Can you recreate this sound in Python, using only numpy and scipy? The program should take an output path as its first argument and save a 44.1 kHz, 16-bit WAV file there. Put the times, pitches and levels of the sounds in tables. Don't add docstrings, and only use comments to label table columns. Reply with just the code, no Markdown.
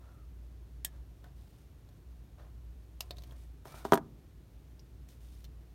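import sys
import numpy as np
from scipy import signal
from scipy.fft import rfft, irfft
from scipy.io import wavfile

SR = 44100
rng = np.random.default_rng(int(sys.argv[2]) if len(sys.argv) > 2 else 0)


def materialize(psi):
    bounded = np.clip(np.atleast_2d(psi).T, -1, 1)
    quanta = np.round(bounded * 32767).astype(np.int16)
    wavfile.write(sys.argv[1], SR, quanta)


N = 253134
TIME = np.arange(N) / SR
RING_TIME = np.arange(SR // 2) / SR


def amp(db):
    return 10 ** (np.asarray(db) / 20)


def unit(x):
    return x / np.sqrt(np.mean(x ** 2) + 1e-20)


def read_curve(points, hz):
    points_hz, values = np.transpose(points)
    return np.interp(np.log(hz + 1), np.log(points_hz), values)


def add(mix, start_s, sound):
    part = mix[max(round(start_s * SR), 0):][:len(sound)]
    part += sound[:len(part)]


def noise(colour):
    gain = amp(read_curve(colour, np.fft.rfftfreq(N, 1 / SR)))
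    return unit(irfft(rfft(rng.standard_normal(N)) * gain, N))


def drift(hz):
    gain = np.exp(-(np.fft.rfftfreq(N, 1 / SR) / hz) ** 2)
    return unit(irfft(rfft(rng.standard_normal(N)) * gain, N))


def resonance(hz, width_hz):
    phase = 2 * np.pi * np.cumsum(hz * np.ones(N)) / SR
    return drift(width_hz) * np.sin(phase) + drift(width_hz) * np.cos(phase)


def ring(modes):
    return sum(amp(db - 60 * RING_TIME / t60) * np.sin(2 * np.pi * hz * RING_TIME)
               for hz, db, t60 in modes)


def crack(colour, t60, tilt_db=0, spot_hz=4000, spot_db=0, spot_octaves=0.27):
    hz = abs(np.fft.fftfreq(2048, 1 / SR))
    octaves = np.log2((hz + 1) / spot_hz)
    bright_spot = spot_db * np.exp(-(octaves / spot_octaves) ** 2)
    gain = unit(amp(read_curve(colour, hz) + tilt_db * np.maximum(octaves, -2) + bright_spot))
    body = np.fft.ifft(np.exp(np.conj(signal.hilbert(np.log(gain))))).real
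    burst = rng.choice([-1, 1], len(RING_TIME)) * amp(-60 * RING_TIME / t60)
    return signal.fftconvolve(burst, body)[:len(RING_TIME)]


# frequency in Hz, relative noise density in dB.
AIR_COLOUR = [(20, -22), (32, -9.5), (42, 6), (60, 12), (85, 11), (140, 7.5), (200, -3), (330, -4),
              (500, -12.5), (1000, -21.5), (2000, -25), (4500, -29), (9000, -33.5), (12000, -31),
              (16000, -35.5)]

def room_tone(hum_hz=58.7, beat_hz=0.41, crest_s=2.95, hum_db=-55, boom_db=-58.5, air_db=-56):
    phase = 2 * np.pi * hum_hz * TIME + 0.22 * drift(5.17)
    beat = 2 * np.pi * beat_hz * (TIME - crest_s)
    hum = np.sqrt(2) * (np.sin(phase) + amp(-3) * np.sin(phase + beat))
    boom = resonance(hz=55.7, width_hz=8)
    return amp(hum_db) * hum + amp(boom_db) * boom + amp(air_db) * noise(AIR_COLOUR)


# frequency in Hz, t60 in seconds.
ROOM_DECAY = [(100, 0.95), (280, 0.33), (550, 0.18), (1000, 0.24), (3000, 0.079), (8000, 0.077),
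              (15000, 0.044)]

def room(direct, wet_db, build_s=0.0037):
    hz, seconds, spectra = signal.stft(rng.standard_normal(len(RING_TIME)), SR, nperseg=256)
    t60 = read_curve(ROOM_DECAY, hz)[:, None]
    tail = signal.istft(spectra * amp(-60 * seconds / t60), SR, nperseg=256)[1][:len(RING_TIME)]
    tail *= 1 - np.exp(-RING_TIME / build_s)
    return direct + amp(wet_db) * signal.fftconvolve(direct, tail / np.linalg.norm(tail))[:N]


# start and length in seconds, first and last pitch in Hz, level in dB.
SQUEAK_GLIDES = [(0, .27, 1330, 1200, -72), (3.69, .16, 1150, 1380, -62), (3.67, .17, 2220, 2220, -70)]

def squeaks(width_hz=110, pitch_lift=0.06):
    out = np.zeros(N)
    for start, length, first_hz, last_hz, db in SQUEAK_GLIDES:
        progress = np.clip((TIME - start) / length, 0, 1)
        arch = 4 * progress * (1 - progress)
        hz = (first_hz + (last_hz - first_hz) * progress) * (1 + pitch_lift * arch)
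        out += amp(db) * np.sqrt(arch) * resonance(hz, width_hz)
    return out


# start and length in seconds, rub and hiss levels in dB.
HAND_STROKES = [(0, 0.12, -70.5, -81), (0.911, 0.052, -69, -79), (1.225, 0.038, -66.5, -78),
                (1.354, 0.27, -78, -74.5), (2.375, 0.044, -61.5, -83), (3.013, .06, -73, -73),
                (3.154, 0.12, -74, -72), (3.278, .05, -67, -72), (3.356, 0.077, -76, -70),
                (3.646, 0.078, -60, -62.5), (3.736, 0.053, -59.5, -59.5), (3.839, 0.037, -56, -60.5),
                (5.079, 0.049, -80, -67.5), (5.198, 0.22, -81, -70)]
# frequency in Hz, relative level in dB.
DULL_RUB_COLOUR = [(120, -30), (350, 0.5), (600, 5), (1000, 3), (1400, 0.5), (2000, -19), (4000, -13.5),
                   (9000, -33.5)]
FINE_HISS_COLOUR = [(600, -5), (2000, 5.5), (3700, 5.5), (6000, 2.5), (9000, 5.5), (10600, 3.5), (13500, 2),
                    (16000, -2.5)]

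def sliding(attack_s=0.01, release_s=0.049, catches_per_s=700, grit_db=-5.5):
    rub_gain, hiss_gain = amp(-80), amp(-82)
    for start, length, rub_db, hiss_db in HAND_STROKES:
        rise = np.clip((TIME - start) / attack_s, 0, 1)
        speed = rise * np.exp(-np.maximum(TIME - start - length, 0) / release_s)
        rub_gain = np.maximum(rub_gain, amp(rub_db) * speed)
        hiss_gain = np.maximum(hiss_gain, amp(hiss_db) * speed)
    grip = unit(amp(1.6 * drift(120)))
    frame = unit(signal.fftconvolve(rng.standard_normal(N), np.diff(ring(FRAME_MODES)))[:N])
    catches = rng.standard_normal(N) * (rng.random(N) < catches_per_s / SR)
    grit = unit(signal.fftconvolve(catches, crack(PLASTIC_COLOUR, t60=0.013))[:N])
    rub = unit(noise(DULL_RUB_COLOUR) + amp(-2) * frame)
    hiss = unit(noise(FINE_HISS_COLOUR) + amp(grit_db) * grit)
    return grip * (rub_gain * rub + hiss_gain * hiss)


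# start in seconds, tick level in dB, bright spot in Hz,
# its boost in dB, gain of the frame's ring in dB.
SPRUE_TICKS = [(1.242, -54, 1570, 25, -56.5), (1.889, -61.5, 4030, 7, -61), (3.1079, -38, 4180, 12, -42.5),
               (3.169, -55, 3940, 6, -76), (3.1837, -48.5, 4150, 14, -53), (3.221, -56, 3800, 3, -65),
               (3.2366, -51.5, 3700, 4, -61), (3.310, -57, 3420, 12, -67), (3.322, -55.5, 1580, 26, -56),
               (4.794, -50, 5210, 23, -81), (5.088, -56, 6440, 5, -78), (5.443, -51.5, 3970, 3, -83),
               (5.450, -53, 3700, 9, -74)]
# frequency in Hz, relative level in dB.
PLASTIC_COLOUR = [(400, 1), (1500, -10.5), (3000, -2.5), (6000, -4.5), (10000, -13.5), (13000, -6),
                  (16000, -13)]
# frequency in Hz, relative level in dB, t60 in seconds.
FRAME_MODES = [(448.7, -18.5, 0.14), (590, -6.5, 0.099), (699.4, 0, 0.042), (895, -22, 0.11),
               (1032, -5.5, 0.028), (1227, -28.5, 0.059), (1590, -13.5, 0.03), (1760, -16.5, 0.023)]

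def sprue():
    out = np.zeros(N)
    for start, tick_db, spot_hz, spot_db, frame_db in SPRUE_TICKS:
        tick = crack(PLASTIC_COLOUR, t60=0.029, spot_hz=spot_hz, spot_db=spot_db)
        add(out, start, amp(tick_db) * tick + amp(frame_db) * ring(FRAME_MODES))
    return out


# frequency in Hz, relative level in dB, t60 in seconds.
DESK_MODES = [(101, -24, 0.059), (197, -27.5, .12), (237.5, -11.5, 0.2), (305, -15, 0.21),
              (320, -15, 0.063), (404.2, 4.5, 0.06), (498, -10, 0.049), (568, -15, .055),
              (643, -4.5, 0.0652), (678, -2.5, 0.055), (792, -1.5, .06), (889, -4, 0.067), (960, 4, 0.042),
              (1044, -12.5, 0.065), (1133, -8, 0.039), (1201, -2, 0.031), (1324, -9.5, 0.026),
              (1420, -10, 0.033), (1484, -16, 0.046), (1631, -15.5, 0.062), (1850, -26, 0.044),
              (3320, -8.5, 0.038)]

def desk_blow(travel_s=0.00125, lowest_hz=125):
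    hz = np.fft.rfftfreq(len(RING_TIME), 1 / SR)
    lag = np.exp(-4j * np.pi * travel_s * np.sqrt(1000 * hz))
    radiation = (1j * hz / (1j * hz + lowest_hz)) ** 2
    return irfft(rfft(ring(DESK_MODES)) * lag * radiation, len(RING_TIME))


# start in seconds, thud gain in dB,
# contact cut-off in Hz, click level in dB, click tilt in dB per octave.
MAT_KNOCKS = [(3.6540, -51, 2220, -57, 2), (3.7420, -54, 3000, -67.5, -4.5), (3.8503, -34, 1010, -37, -5),
              (3.9211, -18, 1510, -29, -1.5), (3.9330, -19, 1240, -23.5, -4.5),
              (3.9393, -37.5, 1050, -31, 5), (3.9436, -36, 1180, -40.5, -2.5),
              (3.9541, -35, 2400, -40, -0.5), (3.9741, -35, 1600, -36.5, -4)]
# frequency in Hz, relative level in dB.
STEEL_COLOUR = [(300, -8), (1500, 11.5), (2200, 1), (3300, 5), (4300, 1.5), (6000, 2.5), (8000, 0.5),
                (9800, 1), (11000, -2), (13000, 3.5), (16000, -8.5)]

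def cutters_put_down():
    out, blow = np.zeros(N), desk_blow()
    for start, thud_db, contact_hz, click_db, tilt_db in MAT_KNOCKS:
        thud = signal.lfilter(*signal.butter(2, contact_hz, fs=SR), blow)
        click = crack(STEEL_COLOUR, t60=0.033, tilt_db=tilt_db)
        add(out, start, amp(thud_db) * thud)
        add(out, start + 0.0005, amp(click_db) * click)
    return out


# start in seconds, crack level in dB,
# its t60 in seconds, gain of the jaws' ring in dB, level of the sprue's buzz in dB.
GATE_CUTS = [(0.8476, -22.5, 0.023, -21.5, -44.5), (3.0064, -28, 0.02, -41, -48)]
# frequency in Hz, relative level in dB.
CUT_COLOURS = [
    [(300, -9), (1350, -21), (1800, -4), (2750, -13), (3500, -1), (4400, -14.5), (5000, -5.5), (6200, -11),
     (7600, 2), (9500, -1.5), (10700, -9), (11600, -3.5), (13400, -2), (14100, -11), (15500, -4.5)],
    [(300, -19), (1100, -7), (1600, -19.5), (2200, -12.5), (2900, -1), (3700, -6), (5000, 2), (6500, -8),
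     (7300, -6), (8500, -9), (10000, -9.5), (13400, -5), (15500, -17)],
]
# frequency in Hz, relative level in dB, t60 in seconds.
JAW_MODES = [(1720, -29, 0.074), (3170, -19, 0.044), (3740, -19.5, .035), (7720, -10, 0.035),
             (9060, -34, 0.021), (9600, -25, .022), (13402, -19, .02)]

def snips(break_s=0.0003):
    out = np.zeros(N)
    tear = 1 - np.exp(-RING_TIME / break_s)
    for (start, crack_db, t60, jaws_db, buzz_db), colour in zip(GATE_CUTS, CUT_COLOURS):
        snap = amp(crack_db) * crack(colour, t60) + amp(jaws_db) * ring(JAW_MODES)
        buzz = crack(PLASTIC_COLOUR, t60=0.07, tilt_db=4)
        add(out, start, tear * snap)
        add(out, start + 0.002, amp(buzz_db) * buzz)
    return out


def scene():
    in_hand = room(snips() + sprue(), wet_db=-13)
    on_desk = room(cutters_put_down(), wet_db=-23)
    return (in_hand + on_desk + sliding() + squeaks() + room_tone())[None]


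# centre in Hz, half width in Hz, gain in dB.
TREBLE_DIPS = [(4930, 200, -2.5), (7700, 230, -4), (10430, 300, -8.5)]

def record(dry, edge_hz=16000):
    hz = np.fft.rfftfreq(N, 1 / SR)
    dips = [1 + (amp(db) - 1) / (1 + 1j * (hz - centre) / width) for centre, width, db in TREBLE_DIPS]
    heard = irfft(rfft(dry) * np.prod(dips, axis=0), N)
    low_pass = signal.firwin(511, edge_hz, window=("kaiser", 9), fs=SR)
    return signal.oaconvolve(heard, low_pass[None], "same")


dry = scene()
out = record(dry)
materialize(out)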